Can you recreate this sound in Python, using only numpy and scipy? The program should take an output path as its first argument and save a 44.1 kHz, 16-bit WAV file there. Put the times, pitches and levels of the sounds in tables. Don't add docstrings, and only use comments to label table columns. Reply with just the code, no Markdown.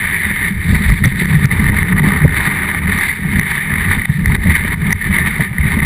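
import sys
import numpy as np
from scipy import signal
from scipy.fft import rfft, irfft, next_fast_len
from scipy.io import wavfile
from scipy.ndimage import uniform_filter1d, minimum_filter1d, map_coordinates

SR = 44100
rng = np.random.default_rng(int(sys.argv[2]) if len(sys.argv) > 2 else 0)


def decibels_to_gain(level_db):
    exponent = np.asarray(level_db, float) / 20
    return 10 ** exponent


def persist_wave(psi):
    counts = np.round(np.clip(psi, -1, 1) * 32767).astype(np.int16)
    wavfile.write(sys.argv[1], SR, np.atleast_2d(counts).T)


N = 257984
TIME = np.arange(N) / SR

# time_s, scrape_db
EDGE_PRESSURE = [(0.0, -19.5), (0.53, -16.5), (1.06, -24), (1.6, -16), (2.13, -20), (2.66, -20),
                 (3.19, -23), (3.72, -21), (4.25, -21), (4.79, -22), (5.32, -20), (5.85, -18.5)]
# start_s, length_s, gain_db
SURGES = [(0.03, 0.018, 1), (0.055, 0.14, 3), (0.845, 0.077, 3), (1.035, 0.026, 13), (1.175, 0.054, 9.5),
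          (2.05, 0.067, 2), (2.315, 0.17, 1.5), (2.335, 0.056, 9), (2.435, 0.057, 5.5), (2.59, 0.022, 1),
          (2.87, 0.083, 5.5), (2.885, 0.23, 6), (3.04, 0.12, 3.5), (3.295, 0.14, 5), (3.46, 0.075, 3.5),
          (3.47, 0.13, 4.5), (3.555, 0.041, 0), (3.7, 0.055, 2.5), (3.775, 0.091, 3), (3.875, 0.088, 5.5),
          (4.04, 0.025, 8), (4.34, 0.017, 8.5), (4.46, 0.15, 8), (4.66, 0.028, 6), (4.715, 0.033, 5.5),
          (4.86, 0.025, 1.5), (4.905, 0.022, 4), (5.12, 0.1, 6.5), (5.24, 0.057, 6), (5.395, 0.042, 6)]
# start_s, length_s, loss_db
SKIPS = [(0.31, 0.1, 3), (0.485, 0.059, 4), (0.51, 0.13, 13), (0.62, 0.097, 3.5), (0.94, 0.033, 0.5),
         (1.005, 0.032, 4.5), (1.105, 0.049, 4), (1.355, 0.1, 2), (1.455, 0.063, 12), (1.53, 0.075, 3.5),
         (2.9, 0.033, 6), (4.525, 0.035, 6.5), (5.17, 0.013, 8), (3.535, 0.016, 1), (3.765, 0.017, 3.5),
         (5.615, 0.022, 3), (4.49, 0.011, -1), (1.585, 0.14, 2.5), (1.695, 0.051, 8.5), (1.825, 0.11, 4),
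         (1.935, 0.033, 11.5), (2.0, 0.037, 11), (2.245, 0.091, 5.5), (2.79, 0.043, 5.5), (2.86, 0.015, 12),
         (3.17, 0.11, 3.5), (4.02, 0.29, 6.5), (4.065, 0.025, 5.5), (4.2, 0.071, 6.5), (4.365, 0.065, 9.5),
         (4.745, 0.076, 10.5), (4.82, 0.038, 4), (4.93, 0.1, 7), (5.09, 0.019, 8), (5.455, 0.21, 10),
         (5.745, 0.045, 5), (5.805, 0.018, 11)]
# time_s, drum_db
DECK_LOAD = [(0.0, -27.5), (0.45, -23.5), (0.9, -14.5), (1.35, -13.5), (1.8, -14.5), (2.25, -18),
             (2.7, -24), (3.15, -20.5), (3.6, -25.5), (4.05, -17), (4.5, -22), (4.95, -18), (5.4, -29),
             (5.85, -15)]
# start_s, length_s, gain_db
HEAVES = [(0.475, 0.12, -3), (0.67, 0.1, 5), (1.59, 0.099, 1), (1.86, 0.38, 4), (2.185, 0.04, -1),
          (2.22, 0.053, 11.5), (2.36, 0.09, 3), (2.75, 0.064, 4), (2.845, 0.069, 2), (3.21, 0.1, 3.4),
          (3.3, 0.14, 10), (3.655, 0.15, 6), (3.86, 0.076, 4), (4.255, 0.15, 5), (4.435, 0.089, 9.5),
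          (5.06, 0.36, 6.5), (5.375, 0.064, 12), (5.565, 0.036, 5), (5.6, 0.097, 4), (5.75, 0.052, 5)]
# start_s, length_s, loss_db
LULLS = [(0.17, 0.069, 5), (0.335, 0.06, 1), (0.58, 0.076, 4), (0.815, 0.16, 3.5), (0.93, 0.11, 11),
         (1.08, 0.037, 13), (1.09, 0.16, 7.5), (1.19, 0.15, 6), (1.385, 0.065, 5.5), (1.47, 0.046, 9),
         (1.51, 0.12, 1), (1.755, 0.079, 6), (1.855, 0.057, 5), (3.0, 0.24, 9), (4.0, 0.12, 13.5),
         (4.11, 0.081, 14), (4.52, 0.15, 1), (4.925, 0.15, 13.5)]
# start_s, length_s, change_db
GUSTS = [(0.0, 0.15, 2.5), (0.08, 0.09, -2), (0.32, 0.1, 1), (0.53, 0.12, 8), (0.775, 0.12, -5),
         (0.85, 0.099, 11.5), (1.065, 0.2, -4), (1.215, 0.14, -0.5), (2.08, 0.15, -8), (2.26, 0.14, 3.5),
         (2.4, 0.27, -2), (1.98, 0.1, -3), (2.955, 0.13, -2.9), (3.14, 0.22, -3), (3.52, 0.33, -5),
         (3.755, 0.36, 3), (4.155, 0.11, -7), (4.225, 0.087, 13), (4.915, 0.058, 8), (4.925, 0.15, 4),
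         (5.56, 0.095, 1)]
# time_s, weight_db
LEAN = [(0, -0.5), (.6, -2), (1.2, -3), (1.6, 0.5), (2.1, 2.5), (2.7, 3), (3.2, -1), (3.9, 0), (4.2, -1),
        (4.7, 0.5), (5.3, 0.5), (5.85, 0.5)]
# time_s, extra_brightness_db
CRUST = [(0, -3), (.5, -2.5), (.72, 3.5), (1.0, 2.5), (1.8, -2), (2.4, 0), (2.7, -4), (3.05, 0.5),
         (3.7, -4), (4.2, 3), (4.6, -1), (5.85, -1)]

# start_s, peak_db, ring_hz, knock_db
BUMPS = [(0.69, 1, 86, -29), (0.884, 3.5, 48.4, -36), (0.892, -6, 61, -15), (0.919, 2.5, 145, -38),
         (1.018, 2, 147, -41), (1.05, 8, 109, -40), (1.214, 0, 177, -17), (1.444, 5, 135, -33),
         (1.595, 5, 200, -33), (2.07, 2, 187, -27), (2.045, -5, 260, -27), (2.755, -17, 66.4, -30),
         (3.19, -7, 190, -38), (3.646, -19, 154, -36), (3.971, 1, 190, -34), (4.0938, 4.5, 143, -35),
         (4.211, -1, 187, -37), (4.27, -7, 110, -37), (4.3, 0, 130, -32), (4.329, -1, 185, -33),
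         (4.489, -1, 76, -15), (5.059, -15, 68, -36), (5.1, -1.5, 81.6, -24), (5.183, -9, 78.1, -13.5),
         (5.391, -5, 162, -14), (5.51, -5.5, 140, -38), (5.594, 1, 67.6, -31), (5.769, 0, 188, -23),
         (5.781, -1, 75, -30), (0.699, -2, 101, -37), (1.632, -2, 80, -35), (1.693, -0.5, 98, -35),
         (1.922, -1.5, 110, -35), (3.882, -1, 130, -35), (2.47, -3.5, 148, -37), (2.2444, 10.5, 150, -13),
         (4.261, 0, 100, -35), (4.36, -3, 50, -35), (0.74, -3, 59.5, -37), (5.648, -1, 121, -35),
         (4.466, -3, 121, -35)]
# start_s, peak_db, ring_hz, knock_db
ROLLS = [(0.257, -13, 205, -21), (0.304, -7.5, 193, -25), (0.449, -9, 168, -28), (0.505, -4, 183.6, -43),
         (1.343, 6.5, 150.3, -42), (1.3, -2, 157, -42), (0.802, -2, 197, -35), (1.06, -1, 127, -40),
         (1.73, -15, 154, -30), (1.915, 1, 184, -28), (2.211, 0, 155, -33), (2.261, -6.5, 149, -40),
         (3.214, -11, 82.4, -36), (3.33, -2.5, 198, -24), (3.361, -1, 190, -24), (3.873, -1.5, 94.3, -32),
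         (4.147, -3.5, 143, -50), (4.453, 1.5, 178.4, -19), (4.644, -7, 175, -22)]
# start_s, peak_db, ring_hz
CHIPS = [(0.7462, -2.5, 1960), (0.8609, -5, 1800), (1.297, -9, 1960), (1.3346, -5.5, 1790),
         (1.5968, -3, 2020), (1.6641, -2.5, 1900), (1.72, -7.5, 1940), (1.8524, -10, 1840),
         (1.927, -5, 1860), (2.0196, -9, 1980), (2.2796, -5, 1830), (2.3213, -9, 1790), (2.454, -6, 1780),
         (2.4728, -5, 1920), (2.589, -6, 1880), (2.6205, -3, 1840), (3.0939, -6, 1970), (3.4126, -7, 2070),
         (3.5773, -4.5, 1854), (3.704, -6, 1810), (3.7559, -3, 1800), (3.8511, -5, 2010),
         (3.9036, -11, 1880), (4.0178, -6, 1930), (4.0986, -12, 1790), (4.1718, -12, 1830),
         (4.1949, -12, 2100), (4.2443, -13, 1960), (4.3195, -6.5, 2100), (4.5194, -4, 2090),
         (4.5461, -6, 2160), (4.868, -7, 2010), (5.013, -7.5, 1900), (5.155, -15, 1820), (5.251, -9, 1880),
         (5.3073, -9, 2100), (5.4081, -2, 2010)]
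# start_s, peak_db, gain_dip_db, crack_db
JOLTS = [(0.8992, -2, 4, -26.5), (1.0375, 5, 3, -48), (1.0548, 7, 4, -19), (1.1994, 1, 6, -51),
         (1.2545, 2, -13, -37), (1.4544, -4.5, 10, -29), (1.6402, -1.5, 6, -31), (1.6968, -3, 0, -40),
         (1.8275, 2.5, 8, -44), (1.985, 0, 3, -57), (2.343, 0, 13, -44), (2.374, -17, 0, -51),
         (2.9352, -7, 7, -54), (2.986, -2, -1, -26), (3.394, 8, 12, -25), (3.516, 0, 4, -40),
         (3.737, 1, 6, -54), (4.0533, 5.5, 12, -62), (4.2567, 4, 13, -29.5), (4.352, -1, -6, -45),
         (4.363, -10, 12, -47), (4.5676, -14, 9, -58), (4.9048, 2.5, 0, -36), (4.9235, 4, 0, -24),
         (4.9265, 13.5, 23, -18), (5.7745, -11, -1.5, -42), (5.788, -2, 1, -44), (5.801, -1, -3, -51),
         (5.1835, 4, 5.5, -41), (5.846, -6, 1, -34), (4.4705, -8, 6, -47), (3.337, -18, -2, -52),
         (4.2785, 0, 1, -50)]
# start_s, peak_db
NICKS = [(0.9193, 2), (1.4416, 1.5), (1.512, -1.5), (1.74, -11), (2.038, -8), (2.118, 0), (2.166, -2),
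         (2.3615, -12), (2.644, -9), (2.712, -2), (3.5505, -2), (3.78, -7), (3.82, -5), (4.5053, 2),
         (4.726, -16), (5.022, -1), (5.408, -10), (5.5813, -1), (5.632, -9), (5.7245, -6), (5.8267, -1.5)]
# start_s, peak_db, ring_hz
CLACKS = [(0.9, -10, 1200), (1.04, -8, 1280), (1.054, -26, 1310), (1.257, -16, 1380), (1.394, -20, 980),
          (1.449, -13, 1400), (1.513, -25, 1200), (1.73, -17.5, 940), (2.038, -13, 920), (2.162, -12, 1180),
          (2.363, -14, 1250), (2.452, -18, 1190), (2.574, -21, 1000), (2.691, -13, 940), (2.748, -18, 1180),
          (2.932, -29, 1120), (3.246, -23, 810), (3.336, -18, 1150), (3.544, -19, 1220), (3.567, -18, 1180),
          (3.735, -19, 1230), (3.81, -16, 970), (3.886, -23, 1170), (3.919, -18, 1210), (4.098, -28, 945),
          (4.299, -14, 980), (4.351, -15, 955), (4.505, -19, 1020), (4.546, -24, 1210), (4.903, -18, 1160),
          (4.928, -9, 1370), (5.104, -25, 1160), (5.265, -22, 1200), (5.375, -19, 1190), (5.825, -14, 1230)]

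# center_hz, width_hz, level_db
CASE_MODES = [(1852, 337, 0), (2106, 283, -0.5), (2313, 120, -9), (3035, 140, -18.5), (3645, 523, -17),
              (4494, 254, -25), (5360, 440, -40)]
# center_hz, width_hz, level_db
RATTLE_MODES = [(648, 224, -12), (804, 70, -5), (939, 120, -1.5), (1053, 150, -5.5), (1203, 150, 0.5),
                (1494, 194, -1.5)]
# center_hz, width_hz, level_db
BUFFET_MODES = [(37, 51, -3), (81, 44, 3)]
# center_hz, width_hz, level_db
DRUM_MODES = [(150.8, 48, 0.5), (192.2, 43, 0.5)]
# center_hz, width_hz, level_db
BUZZ_MODES = [(272.7, 100, 2), (394, 118, 0.5)]
# center_hz, width_hz, level_db
KNOCK_MODES = [(370, 160, -2), (590, 170, -5)]
# center_hz, width_hz, level_db
SPLATTER_MODES = [(5700, 3000, -1), (3700, 2400, 5), (1100, 1400, 5)]

MID_DB = -20
BITE_S, BITE_HZ = 0.0044, 1960


def unit(x):
    return x / np.sqrt(np.mean(x ** 2) + 1e-20)


def curve(rows):
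    time_s, value = np.transpose(rows)
    return np.interp(TIME, time_s, value)


def wobble(rate_hz):
    knots = rng.standard_normal(int(N * rate_hz / SR) + 4)
    return map_coordinates(knots, [TIME * rate_hz])


def slips(rate_hz, rise_s):
    releases = (rng.random(N) < rate_hz / SR) * rng.uniform(0.25, 1, size=N)
    decay = np.exp(-1 / (rise_s * SR))
    build = signal.lfilter([1], [1, -decay], releases[::-1])[::-1]
    return unit(build - build.mean())


def humps(rows, skew):
    total = np.zeros(N + SR)
    for start_s, length_s, db in rows:
        u = np.linspace(0, 1, round(length_s * SR))
        total[round(start_s * SR):][:len(u)] += db * np.sin(np.pi * u ** skew)
    return total[:N]


def lowpass(x, order, cutoff_hz):
    return signal.sosfilt(signal.butter(N=order, Wn=cutoff_hz, fs=SR, output="sos"), x)


def ring(x, modes):
    size = next_fast_len(N + SR // 2, real=True) // 2 * 2
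    f = np.fft.rfftfreq(size, 1 / SR)
    power = 0
    for center_hz, width_hz, db in modes:
        damping = (f * width_hz) ** 2
        single = damping / ((center_hz ** 2 - f * f) ** 2 + damping)
        power = power + decibels_to_gain(db) ** 2 * single ** 2
    cepstrum = irfft(np.log(power + 1e-12) / 2, size)
    fold = np.r_[1, 2 * np.ones(size // 2 - 1), 1, np.zeros(size // 2 - 1)]
    return irfft(rfft(x, size) * np.exp(rfft(cepstrum * fold)), size)[:N]


def shaken(lumps_db, modes):
    return unit(ring(decibels_to_gain(lumps_db) * rng.standard_normal(N), modes))


def patchy(x, depth_db):
    z = signal.stft(x, nperseg=256)[2]
    field = uniform_filter1d(rng.standard_normal(z.shape), size=4, axis=0)
    field = uniform_filter1d(field, size=7, axis=1)
    return unit(signal.istft(z * decibels_to_gain(depth_db * unit(field)), nperseg=256)[1][:N])


def edge_pressure_db():
    return curve(EDGE_PRESSURE) + humps(SURGES, 1.27) - humps(SKIPS, 0.68) - MID_DB


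def deck_load_db():
    return curve(DECK_LOAD) + humps(HEAVES, 1.44) - humps(LULLS, 0.91) - MID_DB


def crystal_clumps_db():
    return 0.52 * slips(54, 0.066) + 1.4 * slips(110, 0.0038) + 0.23 * wobble(60) + 1.34 * wobble(230)


def scrape(clumps_db):
    press_db = edge_pressure_db()
    noise = patchy(shaken(clumps_db + 0.66 * wobble(900), CASE_MODES), depth_db=1.2)
    noise = decibels_to_gain(press_db - 19.5) * noise
    bright_db = curve(CRUST) + 0.18 * press_db + 0.87 * wobble(14)
    return noise + ring(noise, [(4270, 3600, 0)]) * (decibels_to_gain(bright_db) - 1)


def rattle(clumps_db):
    level_db = -31.5 + 0.8 * edge_pressure_db() + 0.35 * deck_load_db() + curve(LEAN)
    return decibels_to_gain(level_db) * shaken(1.01 * clumps_db + 0.98 * wobble(40), RATTLE_MODES)


def rumble(lumps_db):
    load_db = deck_load_db()
    buffet = decibels_to_gain(load_db - 21 + humps(GUSTS, 0.84)) * shaken(lumps_db, BUFFET_MODES)
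    drum = decibels_to_gain(load_db - 20) * shaken(lumps_db + 1.2 * wobble(24.76), DRUM_MODES)
    low, stiff = buffet + drum, 0.8
    return low / (1 + np.abs(low / stiff) ** 3) ** (1 / 3)


def buzz(lumps_db):
    level_db = -34 + 0.54 * edge_pressure_db() + 0.47 * deck_load_db() + curve(LEAN)
    return lowpass(decibels_to_gain(level_db) * shaken(0.62 * lumps_db + 1.3 * wobble(60), BUZZ_MODES), 6, 482)


def preamp_hiss():
    return decibels_to_gain(-59) * shaken(1.9 * wobble(27), [(4130, 1900, 0)])


def slaps():
    total, t = np.zeros(N + SR), np.arange(SR // 8) / SR
    for rows, cycles in ((BUMPS, 2.08), (ROLLS, 4.2)):
        for start_s, db, hz, knock_db in rows:
            u = t * hz / cycles
            swell = u * np.exp(-2.5 * u ** 0.99)
            total[round(start_s * SR):][:len(t)] += decibels_to_gain(db + 9) * swell * np.sin(2 * np.pi * hz * t)
    return total[:N]


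def knocks():
    length_s, lag_s, blow_lag_s = 0.0079, 0.0024, 0.00496
    total, t = np.zeros(N + SR), np.arange(SR // 8) / SR
    swell = np.sin(np.pi * np.clip((t - lag_s) / length_s, 0, 1)) ** 2
    for start_s, db, hz, knock_db in list(BUMPS) + list(ROLLS):
        grit = rng.standard_normal(len(t))
        total[round(start_s * SR):][:len(t)] += decibels_to_gain(knock_db) * unit(grit * swell)
        total[round((start_s + blow_lag_s) * SR)] += decibels_to_gain(knock_db + 30.5)
    return ring(total[:N], KNOCK_MODES)


def bottomed(swing):
    limit = 1.05
    return swing / (1 + np.abs(swing / limit) ** 6) ** (1 / 6)


def flecks(rows, length_s, trim_db):
    total, t = np.zeros(N + SR), np.arange(SR // 50) / SR
    swell = np.sin(np.pi * np.clip(t / length_s, 0, 1)) ** 0.77
    for start_s, db, hz in rows:
        wander_rad = 0.069 * np.cumsum(rng.standard_normal(len(t)))
        tone = np.sin(2 * np.pi * hz * t + wander_rad)
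        total[round((start_s - length_s / 4) * SR):][:len(t)] += decibels_to_gain(db + trim_db) * swell * tone
    return lowpass(total[:N], 4, 3200)


def chips():
    return flecks(CHIPS, length_s=0.00628, trim_db=-5)


def all_bites():
    return list(JOLTS) + [(start_s, db, 0, -66) for start_s, db in NICKS]


def bites():
    total, t = np.zeros(N + SR), np.arange(SR // 50) / SR
    swell = np.sin(np.pi * np.clip(t / BITE_S, 0, 1))
    for start_s, db, dip_db, crack_db in all_bites():
        grit = rng.standard_normal(len(t))
        push = np.sin(2 * np.pi * BITE_HZ * t) + 0.5 * unit(grit * swell)
        total[round(start_s * SR):][:len(t)] += decibels_to_gain(db - 6) * swell ** 0.85 * push
    quiet_mount = [(hz, width_hz, db - 8) for hz, width_hz, db in RATTLE_MODES]
    return ring(total[:N], list(CASE_MODES) + quiet_mount)


def cracks():
    total, t = np.zeros(N + SR), np.arange(SR // 50) / SR
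    swell = np.sin(np.pi * np.clip(t / BITE_S, 0, 1)) ** 5.8
    for start_s, db, dip_db, crack_db in all_bites():
        overtone = 0.4 * decibels_to_gain(0.8 * db) * np.cos(3 * 2 * np.pi * BITE_HZ * t)
        flats = overtone + rng.standard_normal(len(t))
        total[round(start_s * SR):][:len(t)] += decibels_to_gain(crack_db - 4) * unit(swell * flats)
    return ring(total[:N], SPLATTER_MODES)


def clacks():
    return flecks(CLACKS, length_s=0.0079, trim_db=-6.5)


def scene():
    clumps_db = crystal_clumps_db()
    lumps_db = 1.1 * wobble(6.3) + 0.31 * wobble(35)
    sealed = lowpass(scrape(clumps_db) + rattle(clumps_db) + bites(), 8, 5650)
    deck = buzz(lumps_db) + bottomed(rumble(lumps_db) + slaps()) + knocks()
    return (sealed + cracks() + deck + chips() + clacks())[None]


def ducking():
    dip_curve_db, since_s = np.zeros(N + SR), np.arange(SR // 8) / SR
    for start_s, db, dip_db, crack_db in all_bites():
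        recovery = np.exp(-since_s / 0.009)
        dip_curve_db[round((start_s + BITE_S) * SR):][:len(since_s)] -= abs(dip_db) * recovery
    return decibels_to_gain(uniform_filter1d(dip_curve_db[:N], size=SR // 500))


def limited(x):
    ceiling, grab_s = 1.03, 0.004
    size = round(grab_s * SR)
    need = minimum_filter1d(np.minimum(1, ceiling / (np.abs(x) + 1e-9)), size=size)
    gain = uniform_filter1d(uniform_filter1d(need, size=size // 2), size=size // 2)
    return x * gain


def held(x):
    hold_hz, top_hz, leak_db = 12000, 15300, -26
    seconds = -(-N // SR)
    coarse = map_coordinates(x, [np.arange(seconds * hold_hz) * SR / hold_hz])
    hz = np.fft.rfftfreq(seconds * SR, 1 / SR)
    images = np.resize(np.fft.fft(coarse), len(hz))
    images = images * np.sinc(hz / hold_hz) * np.where(hz < top_hz, 1, decibels_to_gain(leak_db))
    return irfft(images, seconds * SR)[:N] * SR / hold_hz


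def band_limit(x):
    return signal.sosfilt(signal.butter(12, 15760, fs=SR, output="sos"), x)


def record(dry):
    x = limited((dry[0] + preamp_hiss()) * ducking())
    mix = np.clip(held(x), -1, 1)[None]
    return band_limit(mix)


dry = scene()
out = record(dry)
persist_wave(out)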